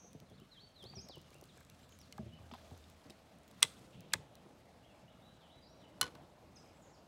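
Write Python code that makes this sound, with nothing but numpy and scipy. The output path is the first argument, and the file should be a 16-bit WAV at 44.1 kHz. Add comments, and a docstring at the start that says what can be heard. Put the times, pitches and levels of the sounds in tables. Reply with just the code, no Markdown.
"""Birds whistle and buzz in an echoing wood by a lake, over a soft wash of water, leaves and a far low hum.
Fishing tackle is handled at a wooden table: faint ticks, hollow knocks, clacks, rattles, a scrape and thuds;
a tackle clip snaps shut twice, and later a small piece drops and bounces.
Handled things are clicks that set short tones ringing, birds are gliding sines, and the air is shaped noise.
The trees and the table scatter some of the sound back as dying tails of noise."""
import sys
import numpy as np
from scipy import signal
from scipy.io import wavfile
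from scipy.ndimage import uniform_filter1d

SR = 44100
rng = np.random.default_rng(int(sys.argv[2]) if len(sys.argv) > 2 else 0)


def pcm_store(signal):
    """Save signal as 16-bit PCM."""
    levels = np.round(np.clip(np.atleast_2d(signal), -1, 1) * 32767)
    wavfile.write(sys.argv[1], SR, levels.astype(np.int16).T)


N = 312076


def amp(db):
    """Turn decibels into a gain."""
    return 10 ** (np.asarray(db) / 20)


def rms_one(x):
    """Scale a sound so that its rms (average strength) is 1."""
    return x / np.sqrt(np.mean(x ** 2) + 1e-20)


def in_time(rows):
    """Draw straight lines between the rows of a curve table: each column gets one value a sample."""
    s, *columns = np.transpose(rows)
    return [np.interp(np.arange(N) / SR, s, column) for column in columns]


def drift(rate_hz):
    """Slow random wandering of rms 1: noise at every 40th sample, smoothed twice by a one-pole low-pass."""
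    r = np.exp(-80 * np.pi * rate_hz / SR)
    noise = rng.standard_normal(N // 40 + 2002)
    slow = signal.lfilter([1], [1, -2 * r, r * r], noise)[2000:]   # skip the filter's start
    return np.interp(np.arange(N) / 40, np.arange(len(slow)), rms_one(slow))


def ring(push, hz, t60):
    """A push sets a sine ringing that dies by 60 dB in t60 seconds; a click of 1 gives about height 1."""
    r = amp(-60 / (max(t60, 2e-4) * SR))
    w = 2 * np.pi * min(hz, .45 * SR) / SR
    return signal.lfilter([0, np.sin(w)], [1, -2 * r * np.cos(w), r * r], push + 1e-18)


def add(out, s, sound):
    """Mix a sound in at s seconds."""
    at = round(s * SR)
    out[at:at + len(sound)] += sound[:N - at]


def band_pass(x, low_hz, high_hz):
    """Keep only what lies between two pitches."""
    return signal.sosfilt(signal.butter(2, [low_hz, high_hz], "band", fs=SR, output="sos"), x)


def coloured(spectrum, patchy_db, flicker_hz=10.5):
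    """Noise in third-octave bands at the spectrum's levels, each band wandering in strength; rms 1."""
    hzs, dbs = np.transpose(spectrum)
    edges = np.geomspace(hzs[0], hzs[-1], round(3 * np.log2(hzs[-1] / hzs[0])) + 1)
    white = rng.standard_normal((2, N))   # neighbouring bands take different noise
    together, out = drift(4.0), 0
    for k, (low, high) in enumerate(zip(edges, edges[1:])):
        band = band_pass(white[k % 2], low, high)
        level_db = np.interp(np.log(low * high) / 2, np.log(hzs), dbs)
        wander_db = patchy_db * (.5 * together + drift(flicker_hz))
        out = out + band * amp(level_db + wander_db)
    return rms_one(out)


def grate(ms, grit_share=0.7):
    """A contact is a click that frays into noise, dying to about a third in the given milliseconds."""
    t = np.arange(round(.15 * SR)) / SR
    grit = rng.standard_normal(len(t)) * np.exp(-t * 1000 / max(ms, .05)) * grit_share
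    grit[0] = 1
    return grit


def struck(contacts, modes, crack_hz, spot_db):
    """Each contact rings all the tones (modes) of a thing and adds a crack of noise, both tilted by brightness."""
    out = np.zeros(N)
    for s, peak_db, bright_db, ms, crack_db in contacts:
        push = grate(ms, grit_share=min(0.2 * ms, .5))   # the briefest contacts are the cleanest blows
        spot = spot_db * rng.standard_normal(len(modes))   # each contact lands on another spot
        rings = np.zeros(len(push))
        for k, (hz, db, t60) in enumerate(modes):
            tone_db = db + spot[k] + bright_db * np.log2(hz / 3000)
            rings += (-1) ** k * amp(tone_db) * ring(push, hz, t60)
        top_hz = np.clip(crack_hz[1] * amp(bright_db), 2 * crack_hz[0], .45 * SR)
        crack = band_pass(grate(ms), crack_hz[0], top_hz)
        sound = rms_one(rings) + amp(crack_db) * rms_one(crack)
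        add(out, s, amp(peak_db) * sound / np.abs(sound).max())
    return out


def taps(events, ms, cycles, spread, overtone_db, purer_db=0.0):
    """Small blows: a main ring, one weaker ring below it and three above; purer_db ties their level to pitch."""
    out = np.zeros(N)
    usual_hz = np.median(np.array(events)[:, 2])
    for s, peak_db, hz in events:
        push = grate(ms)
        t60 = cycles / hz
        side_db = overtone_db - purer_db * np.log2(hz / usual_hz)   # above 0, purer_db makes high blows purer
        sound = ring(push, hz, t60)
        for step in (-1, 1, 2, 3):
            gain = (-1) ** step * amp(side_db * abs(step))
            sound += gain * ring(push, hz * spread ** step, t60)
        add(out, s, amp(peak_db) * sound / np.abs(sound).max())
    return out


def scatter(x, t60, gap, dull):
    """Surroundings send sound back as a dense tail of noise that swells over the gap [s] while dying away."""
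    t = np.arange(round(1.5 * SR)) / SR
    tail = rng.standard_normal(len(t)) * amp(-60 * t / t60) * np.clip(t / gap, 0, 1) ** 2
    tail = signal.lfilter([1], [1, -np.clip(dull, -.9, .9)], tail)   # soft surfaces dull the echo
    return signal.fftconvolve(x, tail / np.sqrt(np.sum(tail ** 2)))[:N]


def air():
    """Five noises: rumble, wash and rustle that rise and fall, and leaves and water and deep air that hold."""
    # background levels: (time [s], rumble [dB], wash [dB], rustle of sleeve and hands [dB])
    air_levels = [(0.0, -65.5, -66, -76.5), (0.45, -63, -74.5, -77.5), (0.67, -76.5, -70, -77.5),
                  (0.95, -60.5, -64, -73), (1.1, -70, -67.5, -77), (1.36, -67, -70, -73),
                  (2.09, -64, -68.5, -72.5), (2.34, -61, -66, -76), (2.6, -69, -65.5, -70.5),
                  (3.21, -68, -66, -74), (3.47, -67.5, -67, -77), (3.65, -66.5, -65, -65.5),
                  (4.0, -58.5, -65.5, -76), (4.39, -67, -65, -76), (5.73, -68, -65.5, -78),
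                  (6.09, -64, -60.5, -74.5), (6.35, -69, -65, -77), (7.08, -66.5, -63.5, -77.5)]
    # colour of the rumble: (pitch [Hz], relative level [dB per Hz])
    rumble_colour = [(50, -49), (85, -20), (96, -7.5), (182, -5.5), (350, -22), (403, -23), (500, -19.5),
                     (650, -51), (1100, -120)]
    # colour of the wash: (pitch [Hz], relative level [dB per Hz])
    wash_colour = [(88, -28.5), (150, -3.5), (326, 0.5), (376, -4), (646, 1.5), (1030, -8), (1180, -14.5),
                   (2020, -24.5), (2500, -24.5), (3250, -52.5), (5500, -120)]
    # colour of the rustle: (pitch [Hz], relative level [dB per Hz])
    rustle_colour = [(710, -29.5), (1200, -1.5), (2610, -5.5), (3630, -2), (4100, -5), (7910, -9.5),
                     (15300, -19.5), (16500, -31)]
    # colour of steady leaves and water: (pitch [Hz], relative level [dB per Hz])
    hiss_colour = [(710, -29), (1200, 1), (1600, -3.5), (2850, -7), (3150, -6.5), (5050, -13), (7330, -19),
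                   (14300, -25), (16500, -37)]
    # colour of the steady deep air: (pitch [Hz], relative level [dB per Hz])
    deep_colour = [(12, -58.5), (20, -31), (32, -22.5), (40, -8), (54, -1), (110, -5), (140, -34.5),
                   (240, -120)]
    hiss_db, deep_db = -74, -74.5
    rumble_db, wash_db, rustle_db = in_time(air_levels)
    rumble = amp(rumble_db) * coloured(rumble_colour, patchy_db=1.9)
    wash = amp(wash_db) * coloured(wash_colour, patchy_db=1.6)
    rustle = amp(rustle_db + 1.5 * drift(45.0)) * coloured(rustle_colour, patchy_db=1.0, flicker_hz=14.0)
    hiss = amp(hiss_db) * coloured(hiss_colour, patchy_db=2.5)
    deep = amp(deep_db) * coloured(deep_colour, patchy_db=-0.5)
    return rumble + wash + rustle + hiss + deep


def drone():
    """A far motor-like hum: one low sine that wavers in pitch and strength."""
    # swelling of the hum: (time [s], rms level before wavering [dB])
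    drone_levels = [(0, -72), (.5, -86), (1.0, -68.5), (1.36, -74), (2.26, -66), (2.5, -66), (2.8, -61),
                    (3.03, -75.5), (4.5, -76), (6.4, -72.5), (7.08, -77)]
    db, = in_time(drone_levels)
    hz = 79.2 + 5.3 * drift(12.0)
    return np.sqrt(2) * amp(db + 1.5 * drift(6.0)) * np.sin(2 * np.pi * np.cumsum(hz) / SR)


def whistle_notes():
    """A whistle is a sine that slides down, swings up and holds; gives (start, level, note) for each."""
    # whistles; a part of 0 s is missing; levels are before edge fades and flutter: (start [s], fall [s],
    # rise [s], hold [s], start pitch [Hz], lowest pitch [Hz], end pitch before the hold's climb [Hz],
    # level at the lowest point [dB], end level [dB])
    whistles = [(0.252, 0.063, 0.039, 0.02, 4460, 3120, 4400, -78, -77),
                (.375, 0.026, 0.022, 0.006, 4175, 2690, 3150, -73, -68),
                (.419, 0.015, 0.0024, 0.005, 3150, 2520, 2540, -78, -78),
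                (0.5, 0.082, 0.035, 0.077, 4440, 3080, 4410, -63.5, -71),
                (.745, 0.087, 0.046, .045, 4450, 3130, 4530, -61.5, -58.5),
                (0.946, .042, .034, .045, 6300, 4820, 6400, -55.5, -72),
                (.97, 0, 0.023, 0, 2300, 2290, 2590, -68, -68),
                (1.078, 0.1, 0, 0, 6080, 2780, 2780, -65.5, -67),
                (1.321, 0.0032, 0.043, 0, 2190, 2220, 2870, -74, -67),
                (1.486, 0.046, 0, 0, 4320, 3040, 3090, -78, -78),
                (1.679, 0, 0.043, 0, 2240, 2250, 2850, -78, -74),
                (1.83, 0.051, 0, 0.0062, 4380, 3400, 3420, -83, -82),
                (1.991, .06, 0.00076, 0, 6330, 3790, 3790, -70, -76),
                (2.32, 0, .022, 0.0032, 2850, 2860, 3020, -74, -63.5),
                (2.342, 0.064, 0.0018, 0.011, 3050, 2390, 2400, -76.5, -77),
                (4.825, 0, 0.038, .025, 2600, 2610, 3370, -76, -81),
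                (4.889, .035, 0.00091, 0.012, 2900, 2520, 2540, -76, -80),
                (4.946, 0.0089, 0, 0, 2430, 2240, 2240, -82, -82.5),
                (5.018, .03, 0.0026, 0, 2900, 2230, 2230, -82, -81),
                (5.078, 0.015, 0.021, 0.0029, 2890, 2900, 3780, -72, -74),
                (5.206, 0, .03, 0.1, 3070, 3070, 3870, -75, -81.5),
                (5.4, 0.078, 0, 0, 3950, 2860, 2850, -79, -82),
                (5.488, 0.0022, 0.035, 0.094, 2760, 2730, 3890, -70, -79),
                (5.612, 0.027, 0.0022, 0.0093, 4850, 4840, 4890, -76, -76),
                (5.622, 0.045, 0.0028, .04, 4890, 3900, 3850, -78, -82.5),
                (5.67, 0, 0.035, .05, 5300, 5300, 5620, -77.5, -79.5),
                (5.79, .072, .004, 0, 4250, 2520, 2540, -75, -80),
                (6.556, .016, .003, .015, 7000, 4880, 4900, -63, -72),
                (6.93, 0.033, 0.0028, 0, 5920, 4110, 4110, -74, -79)]
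    waver = .006 * drift(60.0)   # unsteady pitch, as a share of it
    rise_ease, last_fall_ease = 1.8, 2.2   # powers: rises slow as they arrive, closing falls level out
    hold_climb = .025   # a hold creeps up by this share of its pitch
    last_fall_fade_db = 10.5   # a note with no rise loses this much while it falls
    note_edge = 0.31   # share of a note spent swelling and fading
    notes = []
    for start, fall, rise, hold, start_hz, low_hz, end_hz, db, end_db in whistles:
        bends = np.cumsum([0, fall, rise, hold])
        t = np.arange(0, bends[-1], 1 / SR)
        down, up, held = [np.clip((t - a) / max(b - a, 1e-4), 0, 1) for a, b in zip(bends, bends[1:])]
        down = 1 - (1 - down) ** (1 if rise else last_fall_ease)   # a fall into a rise keeps its speed
        swing = 1 - (1 - up ** 1.5) ** rise_ease
        hz = start_hz + (low_hz - start_hz) * down + (end_hz - low_hz) * swing
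        hz = hz * (1 + hold_climb * np.sqrt(held) + waver[round(start * SR):][:len(t)])
        glide = uniform_filter1d(hz, size=450, mode="nearest")   # bends are rounded
        level_db = (end_db - db) * np.interp(t, bends[[1, 3]], [0, 1])
        level_db = level_db + (0 if rise else last_fall_fade_db) * (1 - down ** 2)
        shape = amp(level_db) * signal.windows.tukey(len(t), note_edge)
        notes.append((start, db, shape * np.sin(2 * np.pi * np.cumsum(glide) / SR)))
    return notes


def buzz_notes():
    """A buzz is a sine whose pitch shakes fast, less evenly when faint; gives (start, level, note) for each."""
    # buzzy notes: (start [s], end [s], start pitch [Hz], end pitch [Hz], trill [shakes per s],
    # swing either way [Hz], level before edge fades and flutter [dB])
    buzzes = [(-.05, 0.115, 5970, 6230, 220, 380, -64.5), (1.518, 1.618, 7300, 8000, 150, 260, -81),
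              (1.67, 1.73, 8000, 7500, 150, 170, -87), (1.804, 1.867, 7300, 7760, 150, 200, -78),
              (1.886, 1.972, 6600, 6700, 180, 420, -73.5), (6.558, 6.615, 8940, 7100, 170, 200, -81),
              (6.73, 6.787, 7500, 8000, 130, 250, -83), (6.811, 6.867, 7150, 6500, 140, 340, -76),
              (6.854, 6.932, 6500, 7260, 210, 530, -76.5)]
    near_db, blur_per_db = -63, .0045   # unsteadiness of the trill [radians a sample for each dB fainter]
    notes = []
    for start, end, start_hz, end_hz, trill, swing_hz, db in buzzes:
        t = np.arange(0, end - start, 1 / SR)
        wander = blur_per_db * (near_db - db) * np.cumsum(rng.standard_normal(len(t)))
        shake = swing_hz * np.sin(2 * np.pi * trill * t + wander)
        hz = np.linspace(start_hz, end_hz, len(t)) + shake
        note = np.sin(2 * np.pi * np.cumsum(hz) / SR) * signal.windows.tukey(len(t), .6)
        begun = round(max(-start, 0) * SR)   # a note may have begun before time 0
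        notes.append((max(start, 0), db, note[begun:]))
    return notes


def birds():
    """Whistles and buzzes of far birds; gives the song heard directly and the song sent to the trunks."""
    near_db, near_echo_db, echo_per_db = -63, -7, 0.19   # the echo's share grows for each dB fainter
    deep_wood_s, deep_echo_db = 4.0, 4.5   # later songs come from deeper in the wood
    buzz_echo_loss_db = 1   # high buzzes come back weaker
    song, sent = np.zeros((2, N))

    def sing(s, db, note, loss_db=0):
        """A fainter, farther bird is heard more by its echo."""
        echo_db = near_echo_db + echo_per_db * (near_db - db) + deep_echo_db * (s > deep_wood_s) - loss_db
        add(song, s, np.sqrt(2) * amp(db) * note)
        add(sent, s, np.sqrt(2) * amp(db + echo_db) * note)

    for start, db, note in whistle_notes():
        sing(start, db, note)
    for start, db, note in buzz_notes():
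        sing(start, db, note, buzz_echo_loss_db)
    flutter = amp(2.7 * drift(40.0))   # moving air and leaves make far song flutter
    return song * flutter, sent * flutter


def knocks():
    """Hollow plastic knocks: low rings of eleven cycles, purer when higher."""
    # knocks: (time [s], peak level [dB], centre pitch [Hz])
    knock_rows = [(0.043, -54.5, 480), (0.146, -50.5, 306), (0.218, -52, 417), (0.311, -50.5, 302),
                  (0.834, -48, 386), (0.849, -49.5, 345), (0.933, -51, 800), (1.095, -44, 355),
                  (1.169, -45.5, 350), (1.312, -56, 400), (1.351, -53.5, 400), (1.421, -51, 365),
                  (1.569, -56, 497), (2.181, -42.5, 835), (2.387, -55, 820), (2.513, -44, 890),
                  (2.537, -43.5, 937), (2.549, -48, 766), (2.712, -49.5, 815), (3.101, -49.5, 361),
                  (3.641, -42, 455), (4.143, -39, 480), (6.029, -39, 1040)]
    return taps(knock_rows, ms=5.5, cycles=11, spread=1.45, overtone_db=-5, purer_db=3.5)


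def faint_ticks(count):
    """Weak ticks at random moments and pitches while the line is worked."""
    u = rng.random((count, 3))
    s = np.interp(u[:, 0], [0, 1], (.8, 3.5))
    peak_db = -61 + 4 * (u[:, 1] - .5)
    hz = np.interp(u[:, 2], [0, 1], (5000, 8000))
    return np.c_[s, peak_db, hz]


def ticks():
    """Dry ticks of line and hooks: high rings that die within a few cycles, richer when higher."""
    # ticks: (time [s], peak level [dB], centre pitch [Hz])
    tick_rows = [(0.1313, -50, 6320), (0.2016, -47, 5570), (0.2994, -54.5, 6280), (0.4, -57, 5410),
                 (0.826, -51, 6560), (0.84, -45.5, 5020), (1.0874, -44.5, 5330), (1.1568, -49, 5880),
                 (1.181, -50.5, 5350), (1.2153, -53, 6360), (1.3054, -50, 6700), (1.3438, -47.5, 8030),
                 (1.384, -55, 5060), (1.4122, -47, 11700), (1.4398, -46.5, 8100), (1.455, -53, 7740),
                 (1.5758, -50, 8000), (1.606, -51, 6640), (1.6492, -54, 6740), (1.699, -46.5, 5000),
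                 (1.7933, -56, 5050), (1.8926, -54, 6420), (1.9225, -52, 6680), (1.9888, -49.5, 6310),
                 (2.0148, -50, 5030), (2.1252, -39, 5540), (2.1795, -47, 5060), (2.538, -55, 5400),
                 (2.545, -52, 5400), (2.7095, -55, 5040), (2.7766, -51, 7900), (2.8998, -50, 6000),
                 (3.1038, -44.5, 8000), (3.3864, -58, 8660), (3.4336, -55, 7860), (3.479, -53, 6000),
                 (3.5128, -48.5, 7730), (3.7928, -51.5, 8790), (4.0065, -47.5, 6560), (4.354, -47.5, 6470),
                 (6.1522, -50.5, 5690)]
    every_tick = [*tick_rows, *faint_ticks(count=10)]
    return taps(every_tick, ms=0.95, cycles=3.6, spread=2.38, overtone_db=-5, purer_db=-2.0)


def thuds():
    """Thuds through the table boards: low rings with the deepest bass taken out."""
    # thuds: (time [s], peak level before the bass cut [dB], centre pitch [Hz])
    thud_rows = [(0.148, -46.5, 151), (0.208, -54, 144), (0.315, -49, 147.5), (0.416, -50, 226),
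                 (0.628, -54, 141), (0.849, -50, 128), (0.965, -43, 134), (1.04, -55, 148),
                 (1.092, -54, 293), (1.162, -50, 151), (2.19, -36.5, 130), (2.225, -46, 115),
                 (2.261, -43, 120), (2.329, -52.5, 154), (2.399, -53, 111), (2.522, -45.5, 239),
                 (2.715, -44.5, 147), (3.052, -53, 162), (3.092, -52, 217), (3.64, -46, 160),
                 (4.149, -42, 104), (4.188, -47.5, 141), (4.459, -54, 222), (6.019, -47, 150),
                 (6.158, -54.5, 158)]
    bass_cut = signal.butter(2, 70, "high", fs=SR, output="sos")   # the deepest bass is cut away below 70 Hz
    blows = taps(thud_rows, ms=7, cycles=17, spread=1.7, overtone_db=-6.5, purer_db=1.5)
    return signal.sosfilt(bass_cut, blows)


def rattles():
    """Loose bits shaken together, and one narrow scrape near 3 kHz at 3.93 s: random grains at a steady
    rate, weakening, dealt to ten short rings."""
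    # rattles and the scrape: (start [s], weakening time to about a third [s], grains at random [per s],
    # lowest pitch [Hz], highest pitch [Hz], level before the random grain sizes [dB])
    rattle_rows = [(0.826, 0.029, 380, 2520, 12000, -58), (2.516, 0.087, 800, 3040, 5560, -60),
                   (2.639, 0.26, 930, 2420, 9000, -68.5), (3.04, 0.041, 450, 1480, 6100, -63.5),
                   (3.65, 0.053, 3000, 4000, 10870, -60), (3.93, 0.31, 2500, 2580, 3680, -70.5),
                   (3.099, 0.012, 1900, 2650, 11800, -56)]
    out, t = np.zeros(N), np.arange(SR // 2) / SR
    for start, dying, per_s, low_hz, high_hz, db in rattle_rows:
        sizes = amp(3.22 * np.minimum(rng.exponential(1, len(t)), 3)) * np.exp(-t / dying)
        grains = sizes * (rng.random(len(t)) < per_s / SR)
        dealt = rng.integers(0, 10, len(t))
        pitches = np.geomspace(low_hz, high_hz, 10)
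        rings = sum(ring(grains * (dealt == k), hz, 20.0 / hz) for k, hz in enumerate(pitches))
        add(out, start, amp(db) * rings)
    return out


def clacks():
    """Small plastic parts clacking, and one loud low ring at 4.1365 s that sounds within the second snap: rings
    of twenty-eight cycles with weak neighbours."""
    # clacks: (time [s], peak level [dB], centre pitch [Hz])
    clack_rows = [(0.8316, -60, 3440), (0.929, -57, 2500), (1.58, -55.5, 1630), (1.609, -55.5, 1570),
                  (1.829, -57, 3040), (1.9243, -57, 3000), (2.1256, -47, 2960), (2.1815, -49.5, 1640),
                  (2.5134, -49.5, 3200), (2.5366, -46, 3400), (2.5614, -55, 3510), (2.582, -58, 1700),
                  (2.8399, -56, 3685), (3.1054, -51, 3830), (3.5364, -60, 3680), (3.7688, -55, 3400),
                  (4.1215, -48, 2600), (4.1365, -25.5, 1710)]
    return taps(clack_rows, ms=2.5, cycles=28, spread=1.43, overtone_db=-12, purer_db=1.5)


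def clip_snaps():
    """A tackle clip snaps shut twice, each time as a quick run of contacts that ring its modes."""
    # contacts: (time [s], peak level [dB], brightness [dB per octave], grating [ms], crack over ring [dB])
    snap_contacts = [(3.6053, -52.5, 3, 1.8, 6.5), (3.6227, -33.5, -12, 2.2, 4),
                     (3.6256, -18.5, 2.5, 1.66, 22), (3.6287, -3.5, 1.5, 0.14, -13.5),
                     (3.6300, -22, -2, 5.9, -5.5), (3.6484, -36.5, -4.5, 4.3, -5.5),
                     (4.1332, -33, 4, 1.2, 10), (4.1342, -25, 10, 1.33, 13), (4.1352, -38, 3, 0.5, -19),
                     (4.1364, -15, -1.5, 1.3, 1), (4.1385, -31, 4, 2.7, -9), (4.1530, -42.5, -10.5, 7.5, 0)]
    clip_modes = [(430, -31.5, 0.04), (866, -19.5, 0.028), (1140, -14.5, 0.012), (1570, -18.5, 0.012),
                  (2030, -9.5, 0.03), (2660, -7, .012), (3355, 1, 0.0083), (4000, 0, 0.0063),
                  (5000, -4.5, 0.0046), (5760, -9, 0.0071), (6500, -11, .009), (8170, -1, 0.0048),
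                  (9540, -10.5, .005), (10100, -10, 0.0055), (14700, -17.5, .002)]
    return struck(snap_contacts, clip_modes, crack_hz=(1300, 9000), spot_db=2.0)


def dropped_piece():
    """A small piece lands and bounces; weaker contacts are duller and skid longer."""
    # contacts: (time [s], peak level [dB])
    bounce_rows = [(6.0122, -16.5), (6.0149, -20.5), (6.0282, -27.5), (6.0405, -36), (6.0550, -41),
                   (6.057, -50), (6.065, -41.5), (6.0720, -53), (6.0775, -45), (6.0820, -58), (6.1220, -58),
                   (6.151, -47.5)]
    # tones of the piece: (pitch [Hz], relative level [dB], time to die by 60 dB [s])
    piece_modes = [(333, -13, 0.025), (495, -13, 0.051), (1040, -8, 0.043), (1162, -9.5, 0.042),
                   (1484, -7, 0.1), (2230, -7, 0.0078), (2984, -11, 0.082), (4180, 2.5, 0.016),
                   (5300, -3, 0.0054), (5680, 0.5, 0.01), (6330, -5, 0.0093), (7930, -15, 0.0069),
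                   (10910, -2, 0.006)]
    first_edge_db = 5   # the landing is on a sharp edge, brighter by this much per octave
    dulling = 0.23   # brightness lost [dB per octave] for each dB of weaker contact
    grate_ms, grate_ms_per_db = 2.3, 0.09   # grating of the landing, and more for each dB weaker
    crack_db = -1.5   # crack over ring
    first_s, top_db = bounce_rows[0]
    contacts = []
    for s, db in bounce_rows:
        weaker_db = top_db - db
        bright_db = first_edge_db * (s == first_s) - dulling * weaker_db
        contacts.append((s, db, bright_db, grate_ms + grate_ms_per_db * weaker_db, crack_db))
    return struck(contacts, piece_modes, crack_hz=(600, 8000), spot_db=1.5)


def scene():
    """Table sounds close by, birds far off in the trees, air around."""
    background = air() + drone()
    song, sent = birds()
    soft = knocks() + ticks() + thuds() + rattles() + clacks()
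    hard = clip_snaps() + dropped_piece()
    table_echo = amp(-28) * scatter(hard, t60=.3, gap=.005, dull=.1)
    wood_echo = scatter(sent, t60=0.65, gap=.012, dull=0.16)
    return (hard + soft + song + table_echo + wood_echo + background)[None]


def record(dry):
    """A steep low-pass filter takes away the very top, by 70 dB from 16.8 kHz up."""
    return signal.sosfilt(signal.cheby2(14, 70, 16800, fs=SR, output="sos"), dry)


dry = scene()
out = record(dry)
pcm_store(out)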